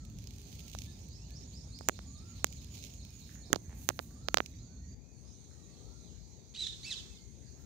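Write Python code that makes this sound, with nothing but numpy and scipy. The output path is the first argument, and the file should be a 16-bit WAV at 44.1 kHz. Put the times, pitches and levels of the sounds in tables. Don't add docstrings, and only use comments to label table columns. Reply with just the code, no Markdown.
import sys
import numpy as np
from scipy import signal
from scipy.fft import rfft, irfft, next_fast_len
from scipy.io import wavfile
from scipy.ndimage import uniform_filter1d, map_coordinates

SR = 44100
rng = np.random.default_rng(int(sys.argv[2]) if len(sys.argv) > 2 else 0)


def voltage_ratio(decibels):
    exponent = np.asarray(decibels, float) / 20
    return 10 ** exponent


def unload_audio(sound):
    columns = np.transpose(np.atleast_2d(sound))
    steps = np.round(np.clip(columns, -1, 1) * 32767)
    wavfile.write(sys.argv[1], SR, steps.astype(np.int16))


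N = 337365

# start_s, peak_db, contact_ms, ring_db, knock_db
PUSHES = [(1.88727, -5.5, .08, 1, -19), (1.89519, -12.5, .1, -18, -12.5), (2.44434, -5.5, .068, -1, -19),
          (3.88983, -5.5, .057, -.5, -20), (4.34376, -1, .061, -8, -22), (4.40414, -8.5, .084, -43, -15),
          (3.53, -5.5, .07, 0, -17), (3.53062, -4.5, .05, -7, -15), (3.5376, -20, .2, -40, -4),
          (3.5609, -18, .25, -30, -10), (1.81, -29, .19, -12, -14), (3.9037, -22, .19, -25, -14),
          (3.9074, -27, .11, -18, -16), (3.9981, -25, .16, -28, -14)]
# start_s, peak_db, contact_ms, knock_db
PULLS = [
    (4.28568, -7, .039, -13.5),
    (4.37226, -.5, .037, -16.5),
    (3.99173, -14, .05, -13),
    (4.38402, -14, .03, -11.5),
    (.7501, -27, .15, -12),
    (1.991, -28, .06, -13),
    (3.547, -28, .05, -13),
    (3.8999, -25, .05, -13),
]
CASE_MODES = {1: [(1140, 1, .008), (570, -4, .007), (315, 5.5, .009)], -1: [(1110, 8.5, .0045),
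              (553, 6, .008)]}
SPRING_BACK = {1: (.19, .0001, 0), -1: (.36, 0, .00014)}


def taps():
    out = np.zeros((2, N))
    t = np.arange(-40, 900) / SR
    after = np.clip(t, 0, 1)
    touch = np.clip(t + .00016, 0, 1)
    ring = voltage_ratio(10 - 60 * touch / .0018) * np.clip(touch / .00037, 0, 1) * np.cos(2 * np.pi * 6800 * t)
    ring += voltage_ratio(0.5 - 60 * np.abs(t) / 0.00033) * np.cos(2 * np.pi * 13200 * t)
    snap = voltage_ratio(9 - 60 * after / .00048) * np.clip(after / .00014, 0, 1) * np.cos(2 * np.pi * 4150 * t)
    snap += voltage_ratio(7 - 60 * after / .0015) * np.sin(2 * np.pi * 1030 * after)
    touches = [(*push, 1) for push in PUSHES]
    touches += [(*pull[:3], 0, pull[3], -1) for pull in PULLS]
    for s, db, contact_ms, ring_db, knock_db, sign in touches:
        width = contact_ms / 1000
        share, delay_s, spread_s = SPRING_BACK[sign]
        back_s, back_width = np.hypot(delay_s, 3 * width), np.hypot(spread_s, 3.7 * width)
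        back = np.exp(-((t - back_s) / back_width) ** 2 / 2)
        pulse = np.exp(-(t / width) ** 2 / 2) - share * back
        pulse += voltage_ratio(ring_db) * (ring if sign > 0 else snap)
        modes = []
        for hz, level, t60 in CASE_MODES[sign]:
            softness = np.exp(-(np.pi * hz * width) ** 2)
            decay = voltage_ratio(knock_db + level - 60 * after / t60)
            modes.append(-decay * np.sin(2 * np.pi * hz * after) * softness)
        left = voltage_ratio(-54) * np.exp(-((t - .0006) / .0004) ** 2) * rng.standard_normal(len(t))
        if sign > 0:
            left += voltage_ratio(-8) * np.roll(modes[0], shift=24)
        else:
            left -= voltage_ratio(-15) * np.roll(modes[1], shift=15)
        add(out, s + t[0], sign * voltage_ratio(db) * np.array([left, pulse + sum(modes)]))
    null_hz, width_hz = 9020, 1800
    return filtered(out, lambda f: 1 - 1j * f * width_hz / (null_hz ** 2 - f * f + 1j * f * width_hz))


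# start_s, length_s, level_db, dull_weight_db
SLIDES = [(0, 1, -69, 7), (0.394, 0.85, -67.5, 8.5), (0.947, 0.99, -81, 13.5), (1.75, 0.44, -75, 12.5),
          (2.21, 0.33, -70.5, 11.5), (2.42, 0.38, -68.5, 9.5), (2.634, 0.43, -63.5, 10),
          (3.035, 0.21, -67.5, 7.5), (3.15, 0.32, -65.5, 5), (3.4, 0.47, -73, -3),
          (3.709, 0.28, -56.5, -7.5), (3.891, 0.33, -63, -25), (4.2, 0.49, -72, -3), (7.48, 0.55, -71, -16)]
# start_s, peak_db
TICKS = [(0.0507, -45.5), (0.1864, -41.5), (.0995, -51), (0.2402, -43), (0.3616, -55), (.604, -39),
         (.642, -55), (.666, -55), (0.715, -43), (.766, -60), (.806, -53), (2.645, -40.5), (3.105, -49),
         (0.2721, -37.5), (0.3072, -43), (0.383, -43), (0.416, -43.5), (0.5154, -57), (0.5276, -40.5),
         (0.551, -52), (0.593, -36.5), (0.68, -41.5), (.6974, -41), (0.7317, -39.5), (0.7495, -34),
         (0.7868, -28.5), (0.819, -34.5), (0.837, -44), (1.0858, -47), (1.306, -45), (1.7883, -39),
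         (2.468, -37), (2.5258, -36.5), (2.771, -39), (2.778, -41), (2.826, -40), (2.839, -35),
         (2.938, -43), (3.0497, -42), (3.5585, -25), (0.736, -37.5), (4.4605, -31)]


def rustle():
    resting_db, peaks_at = -90, 0.38
    t = np.arange(N) / SR
    bright, dull = np.full(N, voltage_ratio(resting_db)), np.full(N, voltage_ratio(resting_db + 2))
    for s, length, db, weight_db in SLIDES:
        rise_and_fall = np.interp(t, [s, s + peaks_at * length, s + length], [0, 1, 0])
        speed = np.sin(np.pi / 2 * rise_and_fall) ** 2
        bright += voltage_ratio(db) * speed
        dull += voltage_ratio(db + weight_db) * speed
    crackle = voltage_ratio(2.7 * wobble(45) + 3.0 * wobble(280))
    body = voltage_ratio(-1.0) * dull * unit(crackle * rng.standard_normal((2, N)))
    shine = voltage_ratio([[-5], [-1]]) * bright * unit(crackle * rng.standard_normal((2, N)))
    t = np.arange(200) / SR
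    side = voltage_ratio([[-4], [0]])
    for s, db in TICKS:
        shine_db = -62.5 + (0.33 - 1) * (db + 37.0) + 38.5
        burst = voltage_ratio(db - 60 * t / 0.011) * np.clip(t / 0.00051, 0, 1) * rng.standard_normal((2, 2, len(t)))
        add(body, s, voltage_ratio(-0.5) * side * burst[0])
        add(shine, s, voltage_ratio(shine_db + 12.0) * side * burst[1])
    low = [(1500, -30.0), (2300, -0.5), (5500, -1.0), (9000, -14.5), (16000, -38.0)]
    high = [(5000, -9.5), (8500, -5.5), (15600, 6.5), (16000, -60.5)]
    return shaped(body, low) + shaped(shine, high)


# start_s, pitch_hz, level_db
SPARROW = [
    [(6.54, 1080, -62), (6.552, 1290, -48), (6.565, 1550, -46), (6.575, 2000, -46), (6.582, 2100, -60)],
    [(6.575, 3820, -50), (6.59, 3880, -39), (6.612, 4020, -35), (6.628, 3850, -35), (6.65, 3450, -35),
     (6.66, 3350, -54)],
    [(6.658, 2300, -56), (6.668, 1900, -44), (6.678, 1750, -44), (6.688, 1500, -58)],
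    [(6.827, 1750, -58), (6.833, 1880, -45), (6.84, 2150, -50), (6.847, 2270, -40), (6.856, 2330, -43),
     (6.862, 2640, -38), (6.885, 2670, -38), (6.903, 2400, -50)],
    [(6.899, 2250, -56), (6.905, 2080, -37), (6.922, 1800, -36), (6.942, 1520, -41), (6.952, 1450, -62)],
]
RASP = [.4, .06, .55, .09, .12]
# pitch_hz, level_db
BEAK = [(1000, -30), (1900, -21), (2700, -6), (3700, 0), (4400, -3), (5300, -14), (8000, -20), (16000, -56)]
# pitch_hz, level_db
BREATH = [(1000, -26), (2200, -7), (3800, 4.5), (6000, -4.5), (9000, -17), (15600, -32), (15900, -70)]


def sparrow():
    squawk_db, breath_db = -2, -7.5
    out, air = np.zeros((2, N))
    for rows, rasp in zip(SPARROW, RASP):
        t = np.arange(rows[0][0], rows[-1][0], 1 / SR)
        count = len(t)
        hz, db = curves(rows, t)
        hz = uniform_filter1d(hz, 300) * (1 + 0.09 * rasp * wobble(450, count))
        k = np.arange(1, 9)[:, None]
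        strength = voltage_ratio(along(BEAK, k * hz)) * (k * hz < 16000)
        tone = (strength * np.sin(2 * np.pi * k * np.cumsum(hz) / SR)).sum(0)
        tone *= 1 + .4 * np.sin(2 * np.pi * 66 * t)
        level = voltage_ratio(db + 1.3 * wobble(110, count))
        add(out, t[0], level * tone * (1 + 2.5 * rasp * wobble(900, count)))
        add(air, t[0], voltage_ratio(db + breath_db) * rng.standard_normal(count))
    out += shaped(air, BREATH)
    return yard(voltage_ratio(squawk_db) * out, wet_db=-5, t60=.55, echo_s=.062, echo_db=-13, blur=.008)


# time_s after the start, pitch_hz, level_db
RISE = [(0, 3807.5, -5), (.025, 4367, 4.5), (.055, 5186, 11), (.075, 5598, 2), (.09, 5542, -5)]
HOOK = [(0, 4350, -6), (.014, 4250, -1), (.03, 3650, -2), (.038, 4100, -2), (.046, 5200, 2),
        (.06, 5700, -10)]
SLOW_RISE = [(0, 4200, -6), (.03, 4650, 3), (.075, 5300, 4), (.11, 6050, -6)]
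PEEP = [(0, 6700, -12), (.012, 7000, 0), (.03, 6850, -2), (.045, 6600, -10), (.07, 6400, -18)]
HEN = [(0, 1130, -10), (.1, 1155, -3), (.17, 1240, 0), (.235, 1380, -1), (.28, 1350, 1), (.335, 1130, -14)]
# shape, start_s, notes (count), level_db, pitch_factor, pitch_change per note
RUNS = [(RISE, .875, 1, -80, .96, 0), (SLOW_RISE, 1.082, 1, -70, 1, 0), (RISE, 1.308, 1, -71, 1.04, 0),
        (RISE, 1.505, 1, -69.5, 1.01, 0), (RISE, 1.703, 1, -69.5, .965, 0), (HEN, 2.03, 1, -74, 1, 0),
        (HEN, 4.01, 1, -76, 1, 0), (HEN, 5.68, 1, -78, 1, 0), (HOOK, 1.926, 8, -66, 1, 0),
        (PEEP, 1.465, 2, -71, 1, 0), (PEEP, 1.848, 8, -67.5, .995, 0)]


def warbler():
    pace_s = .2125
    note_db, note_pitch, note_s = .8, .006, .002
    out = np.zeros(N)
    for shape, first_s, notes, level_db, pitch, drift in RUNS:
        t = np.arange(0, shape[-1][0], 1 / SR)
        hz, db = curves(shape, t)
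        for k, (late, loud, sharp) in enumerate(rng.standard_normal((round(notes), 3))):
            factor = pitch + drift * k + note_pitch * sharp
            shaky_hz = factor * hz * (1 + .011 * wobble(200, len(t)))
            size = voltage_ratio(level_db + note_db * loud + db + 1.1 * wobble(80, len(t)))
            note = size * np.sin(2 * np.pi * np.cumsum(shaky_hz) / SR)
            add(out, first_s + pace_s * k + note_s * late, note)
    return yard(out, wet_db=1.5, t60=.4, echo_s=.066, echo_db=-7, blur=.004)


# start_s, length_s, top_hz, level_db
ARCHES = [
    (.548, .177, 1350, -84),
    (.841, .115, 3800, -69),
    (3.35, .2, 2400, -83),
    (4.584, .27, 1490, -83),
    (4.96, .2, 2520, -81),
    (5.64, .157, 2690, -85),
    (7.56, .12, 1400, -79),
]
# start_s, length_s, start_hz, end_hz, level_db
WHISTLES = [(0, .074, 1370, 1220, -76), (.2, .4, 400, 399, -71), (.861, .062, 1680, 1760, -77),
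            (1.178, .096, 2500, 3000, -77), (1.292, .066, 1680, 1700, -78), (2.33, .53, 605, 610, -77),
            (3.001, .25, 2560, 2380, -81), (3.35, .145, 1850, 1720, -80), (3.579, .12, 2150, 1900, -82),
            (4.51, .04, 3800, 3900, -75), (4.542, .016, 4250, 4850, -68), (4.555, .075, 4850, 4800, -77),
            (4.635, .05, 4700, 4600, -73), (4.685, .05, 4520, 4300, -75), (5.245, .03, 4500, 5500, -73),
            (4.575, .05, 3720, 4300, -71), (4.7, .27, 1830, 1950, -87), (4.74, .14, 4400, 4350, -80),
            (4.875, .075, 4800, 4650, -73), (4.95, .12, 4700, 4680, -81), (5.112, .04, 4720, 4600, -75),
            (5.15, .065, 4380, 4250, -73), (5.27, .03, 4200, 4000, -75), (5.29, .06, 3800, 3780, -78),
            (5.29, .13, 3050, 2880, -86), (7.095, .2, 2170, 2120, -78), (7.455, .04, 5000, 4200, -69),
            (1.22, .06, 4850, 4550, -73), (5.34, .05, 4300, 3780, -76), (5.39, .11, 4000, 4150, -78),
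            (5.518, .2, 1900, 1900, -85), (5.52, .1, 1330, 1200, -80), (5.6, .14, 1150, 1130, -83),
            (5.5, .06, 4150, 4250, -77), (5.62, .04, 3920, 3880, -74), (5.835, .05, 4320, 4250, -75),
            (6.055, .035, 4250, 3700, -73), (5.96, .06, 4650, 3700, -75), (5.7, .2, 730, 765, -80)]
# start_s, length_s, start_hz, end_hz, level_db
HIDDEN = [
    (5.24, .05, 4600, 5700, -70),
    (5.68, .1, 5000, 3700, -72),
    (5.8, .13, 3000, 4800, -76),
    (5.955, .16, 4700, 2700, -71),
    (5.95, .04, 5600, 5000, -73),
    (6.2, .05, 3750, 5500, -68),
    (6.25, .17, 4100, 3750, -78),
    (6.42, .04, 4250, 5500, -70),
    (7.49, .08, 4800, 3700, -78),
]
# start_s, peak_db, pitch_hz
CLUCKS = [
    (3.293, -45, 1720),
    (3.356, -46, 1750),
    (3.504, -34.5, 330),
    (4.108, -53.5, 1490),
    (4.539, -53, 2200),
    (5.512, -53, 1540),
]
# start_s, peak_db, pitch_hz
RATTLE = [
    (3.695, -50, 900),
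    (3.706, -51, 1000),
    (3.717, -51, 950),
    (3.728, -47, 850),
]


def far_birds():
    arches = [(s, s + length, .84 * hz, hz, .93 * hz, db) for s, length, hz, db in ARCHES]
    out = glides(arches + straight(WHISTLES), waver=.011)
    pops = np.zeros(N)
    t = np.arange(400) / SR
    for s, db, hz in CLUCKS:
        onset = np.clip(t / .0006, 0, 1)
        add(pops, s, voltage_ratio(db - 60 * t * hz / 9) * np.sin(2 * np.pi * hz * t) * onset)
    for s, db, hz in RATTLE:
        click = np.sin(2 * np.pi * hz * t) + .6 * np.sin(4 * np.pi * hz * t)
        add(out, s, voltage_ratio(db - 60 * t * hz / 5) * click)
    hidden = glides(straight(HIDDEN), waver=.015)
    hidden = yard(hidden, wet_db=.1, t60=.5, echo_s=.05, echo_db=-6, direct=.45)
    pops = yard(pops, wet_db=.5, t60=.35, echo_s=.03, echo_db=-9)
    return hidden + pops + yard(out, wet_db=-1, t60=.3, echo_s=.05, echo_db=-14)


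# start_s, end_s, level_db
CRICKET = [
    (0.282, 1.076, -81.5),
    (1.41, 3.345, -82.5),
    (3.334, 4.223, -81),
    (5.098, 6.076, -81.5),
    (6.755, 7.535, -82),
]


def cricket():
    t = np.arange(N) / SR
    wing = unit(filtered(rng.standard_normal((2, N)), lambda hz: np.exp(-((hz - 8850) / 160) ** 2)))
    trill = np.zeros(N)
    for start, end, db in CRICKET:
        trill += voltage_ratio(db) * np.clip(np.minimum((t - start) / 0.073, (end - t) / 0.0083), 0, 1)
    return trill * wing * (1 + 0.16 * np.sin(2 * np.pi * 62 * t))


# time_s,
# strength_db
HISS_SWELL = [(0, 1), (.64, 4), (2.7, 3.5), (3.8, 0), (4.4, 3), (4.8, -4.5), (5.2, 1), (5.8, 7), (6.5, 1.5),
              (6.9, 17), (7.3, 2.5), (7.65, 4)]
# pitch_hz, level_db
RUMBLE = [(22, -58.5), (36, -16.5), (55, 5.5), (120, -3), (250, -11), (450, -30), (900, -63.5)]
HUM = [(200, -5.5), (400, 5), (800, -2), (1300, -15), (2500, -11.5), (5000, -69.5)]
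LEAVES = [(1200, -4), (2500, -12), (4200, 7), (6000, -2), (8000, -4), (10000, -17), (15600, -11.5),
          (16000, -73)]
CHORUS = [(5000, -46.5), (5900, -5), (6600, -4.5), (7200, -8), (7700, -29)]


def background():
    t = np.arange(N) / SR
    swell_db, = curves(HISS_SWELL, t)
    air = voltage_ratio(-48) * rush(RUMBLE, .93, patchy_db=1.0)
    air += voltage_ratio(-68.5 + 0.16 * swell_db) * rush(HUM, 0.074, patchy_db=2.5)
    air += voltage_ratio(-74 + swell_db) * rush(LEAVES, 0.018, patchy_db=2.5)
    air += voltage_ratio(-76.5 + 0.68 * t) * rush(CHORUS, 0.014, patchy_db=2.5)
    return air


def unit(x):
    return x / np.sqrt(np.mean(x ** 2) + 1e-20)


def along(points, hz):
    f, v = np.transpose(points)
    return np.interp(np.log(hz + 1), np.log(f + 1), v)


def curves(rows, t):
    s, *cols = np.transpose(rows)
    return [np.interp(t, s, c) for c in cols]


def wobble(rate, count=N):
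    knots = rng.standard_normal(int(count * rate / SR) + 4)
    return map_coordinates(knots, [np.arange(count) * rate / SR])


def filtered(x, response):
    m = next_fast_len(N + SR // 4)
    return irfft(rfft(x, m) * response(np.fft.rfftfreq(m, 1 / SR)), m)[..., :N]


def shaped(x, points):
    return filtered(x, lambda hz: voltage_ratio(along(points, hz)))


def add(track, s, sound):
    part = track[..., round(s * SR):][..., :sound.shape[-1]]
    part += sound[..., :part.shape[-1]]


def glides(rows, waver):
    out = np.zeros(N)
    for start, end, a, b, c, db in rows:
        u = np.linspace(0, 1, round((end - start) * SR))
        hz = a * (1 - u) * (1 - 2 * u) + 4 * b * u * (1 - u) + c * u * (2 * u - 1)
        hz *= 1 + waver * wobble(50, len(u))
        flutter = voltage_ratio(2 * wobble(35, len(u))) * np.sin(np.pi * u) ** .4
        add(out, start, voltage_ratio(db) * flutter * np.sin(2 * np.pi * np.cumsum(hz) / SR))
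    return out


def straight(rows):
    return [(s, s + length, a, (a + c) / 2, c, db) for s, length, a, c, db in rows]


def rush(spectrum, alike, patchy_db):
    z = signal.stft(rng.standard_normal((2, N)), nperseg=512)[2]
    field = uniform_filter1d(uniform_filter1d(rng.standard_normal(z.shape[1:]), 6, 0), 14, 1)
    pair = signal.istft(z * voltage_ratio(patchy_db * unit(field)), nperseg=512)[1][:, :N]
    mid, side = shaped(pair, spectrum)
    turn = np.arccos(alike) / 2
    return unit(np.cos(turn) * mid + np.sin(turn) * side * [[1], [-1]])


def yard(x, wet_db, t60, echo_s, echo_db, blur=0.032, direct=1):
    t = np.arange(SR * 3 // 4) / SR

    def wall(s, width):
        return np.exp(-((t - s) / width) ** 2) / np.sqrt(width * SR)

    tail = voltage_ratio(-60 * t / t60) * np.clip(t / 0.0059, 0, 1)
    shape = voltage_ratio(wet_db) * tail / np.linalg.norm(tail)
    shape += voltage_ratio(echo_db) * wall(echo_s, blur) + voltage_ratio(echo_db - 11) * wall(.247, .006)
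    scatter = rng.standard_normal((2, len(t))) * shape
    return direct * x + signal.fftconvolve(x[None], scatter, axes=1)[:, :N]


# pitch_hz, width_hz, level_db
PORT = [(4100, 5370, 2), (6470, 800, 12.5)]


def port_cavity(right):
    def lift(f):
        return 1 + sum(voltage_ratio(db) * 1j * f * w / (c * c - f * f + 1j * f * w) for c, w, db in PORT)

    return filtered(right, lift)


def scene():
    air = background() + cricket() + sparrow() + warbler() + far_birds() + rustle()
    left, right = filtered(air, lambda hz: hz < 15800)
    return np.array([left, port_cavity(right)]) + taps()


# pitch_hz, level_db
WIND_CUT = [(50, -32), (110, -25.5), (200, -29.5), (380, 4.5), (700, -3.5), (1200, -3)]


def wind_filter(right):
    since = np.arange(N) / SR - 4.945
    on = np.clip(since / 0.0056, 0, 1)
    dip = voltage_ratio(-6 * np.exp(-np.abs(since) / 0.17))
    return (1 - on) * right + on * dip * shaped(right, WIND_CUT)


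def top_cut(x):
    return signal.sosfilt(signal.butter(12, 17140, fs=SR, output="sos"), x)


def record(dry):
    def band_limits(hz):
        return 1 / (1 + (hz / 16900) ** 60) * hz ** 2 / (hz ** 2 + 24 ** 2) * (hz < 17100)

    band = filtered(np.array([dry[0], wind_filter(dry[1])]), band_limits)
    ceiling = .96
    mix = band / (1 + np.abs(band / ceiling) ** 8) ** (1 / 8)
    return top_cut(mix)


dry = scene()
out = record(dry)
unload_audio(out)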